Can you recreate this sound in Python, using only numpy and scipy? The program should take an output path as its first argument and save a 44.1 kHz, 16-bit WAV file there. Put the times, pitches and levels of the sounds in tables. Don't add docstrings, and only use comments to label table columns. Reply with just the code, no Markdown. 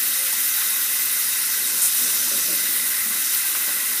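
import sys
import numpy as np
from scipy import signal
from scipy.fft import rfft, irfft
from scipy.io import wavfile

SR = 44100
rng = np.random.default_rng(int(sys.argv[2]) if len(sys.argv) > 2 else 0)


def transcribe(signal):
    frames = np.atleast_2d(signal).T
    limited = np.clip(frames, -1, 1)
    pcm = np.round(limited * 32767).astype(np.int16)
    wavfile.write(sys.argv[1], SR, pcm)


N = 176400
T = np.arange(N) / SR
HZ = np.maximum(np.fft.rfftfreq(N, 1 / SR), 1)


def from_db(db):
    return 10 ** (np.asarray(db) / 20)


def unit_rms(x):
    return x / np.sqrt(np.mean(x ** 2) + 1e-20)


def level(rows):
    return from_db(np.interp(T, *np.transpose(rows)))


def colour(x, spectrum):
    hz, db = np.transpose(spectrum)
    gain = from_db(np.interp(np.log(HZ), np.log(hz), db)) * np.minimum(HZ / hz[0], 1) ** 2
    return unit_rms(irfft(rfft(x) * gain, N))


def drift(rate_hz):
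    return unit_rms(irfft(rfft(rng.standard_normal(N)) / (1 + (HZ / rate_hz) ** 2), N))


def patter(per_s, spread_db):
    sizes = from_db(spread_db * np.minimum(rng.exponential(1, N), 5)) * rng.choice([-1, 1], N)
    return unit_rms(sizes * (rng.random(N) < per_s / SR)) + 1e-18


def resonate(x, hz, width_hz):
    r = np.exp(-np.pi * width_hz / SR)
    return unit_rms(signal.lfilter([1, 0, -1], [1, -2 * r * np.cos(2 * np.pi * hz / SR), r * r], x))


def envelope(start_s, attack_s, hold_s, release_s):
    rise = np.clip((T - start_s) / attack_s, 0, 1)
    return rise * np.exp(-np.maximum(T - start_s - attack_s - hold_s, 0) / release_s)


def high_pass(x, hz, order):
    return signal.sosfilt(signal.butter(order, hz, "high", fs=SR, output="sos"), x)


def bathroom(x, t60_s=.3, wet_db=-10):
    t = T[:SR // 2]
    tail = rng.standard_normal(len(t)) * from_db(-60 * t / t60_s) * (t > .003)
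    wet = signal.fftconvolve(x, tail / np.linalg.norm(tail))[:N]
    return (x + from_db(wet_db) * wet) / np.hypot(1, from_db(wet_db))


# (frequency [Hz], relative density [dB])
WASH_SPECTRUM = [(25, -46), (45, -32), (65, -13), (100, -14), (135, 2), (300, -4), (650, -2),
                 (1000, 3.5), (2000, -15.5)]

def room_wash(level_db=-54.5):
    return from_db(level_db) * colour(rng.standard_normal(N), WASH_SPECTRUM)


def faint_tone(hz=527, level_db=-46):
    gain = from_db(level_db) * envelope(start_s=.16, attack_s=.035, hold_s=.085, release_s=.03)
    return gain * np.sin(2 * np.pi * hz * T)


# (time [s], level [dB])
DRUM_LEVEL = [(0, -47.5), (.14, -52.5), (.3, -49.5), (.6, -52), (1.1, -50), (1.4, -52), (1.75, -45),
              (1.92, -54), (2.04, -44), (2.25, -47), (2.6, -43.5), (2.85, -47), (3.0, -50.5), (3.15, -47),
              (3.4, -53), (3.6, -47.5), (3.8, -49), (4, -50)]
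# (start [s], hold [s], centre [Hz], spread [octaves], level [dB])
THUDS = [(1.683, .01, 260, 1.0, -50), (2.311, 0.066, 338, 1, -39), (2.473, 0.056, 440, 1.5, -40),
         (3.055, .05, 216, 0.22, -41), (3.674, .006, 330, 1.2, -43)]
# (frequency [Hz], width [Hz], relative stream gain [dB], relative thud gain [dB])
BASIN_MODES = [(133, 25, -9.5, -22), (177, 16, -7.5, -7), (212, 16, -8, 0), (244.6, 12, -1, -5),
               (313, 23, -2, -4), (358.6, 26, -5.5, -2.5), (426.5, 24, -6, -4), (498, 20, -7.5, -21),
               (533.3, 14, -7.5, -18), (575.5, 25, -5.5, 2), (648, 44, -10, -11)]

def basin():
    stream, out = level(DRUM_LEVEL), 0
    thuds = [(centre_hz, octaves, from_db(db) * envelope(start_s, .005, hold_s, .018))
             for start_s, hold_s, centre_hz, octaves, db in THUDS]
    for hz, width_hz, stream_db, thud_db in BASIN_MODES:
        swell = sum(force / (1 + (np.log2(hz / centre_hz) / octaves) ** 2)
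                    for centre_hz, octaves, force in thuds)
        ringing = resonate(patter(per_s=700, spread_db=2.5), hz, width_hz)
        ringing = resonate(ringing, hz, hz / 2)
        out += ringing * np.hypot(from_db(stream_db) * stream, from_db(thud_db) * swell) / 2
    return high_pass(out, hz=121.4, order=6)


# (frequency [Hz], width [Hz], level [dB])
HOLLOW_MODES = [(1069, 25, -54), (1440, 110, -45), (1566, 18, -47), (1698, 25, -54.5), (2680, 330, -54),
                (3183, 13, -52.5), (3770, 65, -43), (3916, 240, -48), (4310, 21, -52)]

def churn(modes=HOLLOW_MODES, waver_db=1.83):
    out = 0
    for hz, width_hz, db in modes:
        gain = from_db(db + waver_db * drift(rate_hz=14))
        out += gain * resonate(patter(per_s=1400, spread_db=2), hz, width_hz)
    return out


# (time [s], gain [dB])
DRAIN_FLOW = [(0, -0.5), (1.5, 1.5), (1.9, -5.5), (2.35, -4.5), (2.8, 4.5), (3.15, -0.5), (4, 2)]
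# (frequency [Hz], width [Hz], level [dB])
DRAIN_MODES = [(1963, 117, -42), (2057, 37, -43.5)]

def drain():
    return level(DRAIN_FLOW) * churn(DRAIN_MODES)


def bubbles(per_s=160, low_hz=800, high_hz=4380, base_db=-48.5, spread_db=2.5):
    decay_cycles, rise_per_decay = 12.5, .043
    out, t = np.zeros(N + SR), T[:SR // 10]
    for when, pitch, rank in rng.random((int(per_s * N / SR), 3)):
        hz = low_hz * (high_hz / low_hz) ** pitch
        age, start = t * hz / decay_cycles, int(when * N)
        gain = from_db(base_db - spread_db * np.log(max(rank, .01))) * np.sqrt(hz / low_hz)
        phase = 2 * np.pi * hz * t * (1 + rise_per_decay * age / 2)
        out[start:start + len(t)] += gain * np.exp(-age) * np.sin(phase)
    return out[:N]


# (start [s], centre [Hz], level [dB])
SPLASHES = [(.26, 3000, -35), (.61, 1950, -33), (1.68, 800, -50.5), (1.84, 850, -46), (2.09, 1400, -40),
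            (3.13, 1520, -39), (3.332, 3670, -32.5), (3.44, 1090, -41.5), (3.546, 2280, -32),
            (3.548, 1130, -37), (3.60, 1410, -38.5), (3.68, 870, -41.5)]

def splashes(edge_ratio=1.42):
    out = np.zeros(N)
    for start_s, hz, db in SPLASHES:
        band = signal.butter(2, [hz / edge_ratio, hz * edge_ratio], "band", fs=SR, output="sos")
        drops = unit_rms(signal.sosfilt(band, patter(per_s=2500, spread_db=2)))
        out += from_db(db) * envelope(start_s, attack_s=.0019, hold_s=.016, release_s=.012) * drops
    return out


# (frequency [Hz], width [Hz], lift [dB])
BOWL_LIFTS = [(3880, 240, 1.0), (5200, 410, 2.5), (6010, 380, 2.5), (7060, 170, 2.5), (8650, 220, 1.5),
              (9500, 340, 0.5), (11220, 330, 3), (14700, 2200, 5)]

def bowl(x):
    gain = 1 + sum((from_db(db) - 1) / (1 + (2 * (HZ - hz) / width_hz) ** 2)
                   for hz, width_hz, db in BOWL_LIFTS)
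    return irfft(rfft(x) * gain, N)


# (start [s], hold [s], level [dB])
SPURTS = [(1.654, .04, -28), (1.769, 0.017, -28), (1.81, 0.042, -18.5), (1.872, 0.009, -26),
          (1.947, 0.17, -29)]
# (frequency [Hz], relative density [dB])
SPURT_SPECTRUM = [(4000, -61), (6500, -9), (8000, -3.5), (9100, 3), (11500, -4), (13000, -12), (15500, -11)]

def spurts(attack_s=.01, release_s=.014):
    force = sum(from_db(db) * envelope(start_s, attack_s, hold_s, release_s)
                for start_s, hold_s, db in SPURTS)
    return force * colour(rng.standard_normal(N), SPURT_SPECTRUM)


# (time [s], level [dB])
SPRAY_LEVEL = [(0, -38), (.7, -41), (1.2, -38.5), (1.5, -34), (1.8, -32.5), (1.93, -34.5), (2.1, -29),
               (2.38, -31.5), (2.6, -31.5), (2.85, -49), (3.12, -84), (3.25, -29), (3.36, -36), (3.45, -47),
               (3.58, -39), (3.8, -50), (4, -57)]
# (frequency [Hz], relative density [dB])
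SPRAY_SPECTRUM = [(2500, -27), (3400, -8.5), (3800, -4.5), (4550, -3.5), (5250, -0.5), (5600, -0.5),
                  (6000, 3), (6600, -5), (7800, -2.5), (9200, -1), (11000, -28), (15000, -60)]

def spray():
    return level(SPRAY_LEVEL) * colour(patter(per_s=3500, spread_db=2), SPRAY_SPECTRUM)


# (time [s], relative level [dB])
JET_LEVEL = [(0, -24), (.7, -24), (1.5, -25), (1.75, -25.5), (1.9, -24), (2.7, -24.5), (4, -25)]
# (frequency [Hz], relative density [dB])
JET_SPECTRUM = [(410, -48), (700, -23.5), (816, -20.5), (977, -17), (1040, -16.5), (1140, -15.5),
                (1300, -6.5), (1530, -9.5), (1760, -6.5), (2000, -3.5), (2110, -7.5), (2280, -10),
                (2560, -3), (2800, -6), (3350, -8), (3800, -4), (4550, -7), (5880, -4), (7510, -4.5),
                (9450, 2), (10500, 0), (11300, 2.5), (15000, -2.5)]

def jet(gain_db=2.33, fizz_db=-3, flicker_db=1.06):
    noise = rng.standard_normal(N)
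    fizz = from_db(fizz_db) * patter(per_s=12000, spread_db=2.7)
    spectrum = rfft(noise + fizz)
    band = np.floor(2 * np.log2(np.maximum(HZ / 1000, 1)))
    hiss = sum(irfft(spectrum * (band == k), N) * from_db(flicker_db * drift(rate_hz=25))
               for k in np.unique(band))
    return from_db(gain_db) * level(JET_LEVEL) * colour(hiss, JET_SPECTRUM)


def scene():
    hiss = bowl(bathroom(jet() + spray() + spurts()))
    gurgle = high_pass(bathroom(bubbles()) + splashes() + churn() + drain(), hz=400, order=3)
    mono = hiss + gurgle + basin() + faint_tone() + room_wash()
    return np.array([mono, mono])


def record(dry):
    cutoff_hz, transition_hz = 15300, 120
    return irfft(rfft(dry) * np.clip((cutoff_hz - HZ) / transition_hz + .5, 0, 1), N)


dry = scene()
out = record(dry)
transcribe(out)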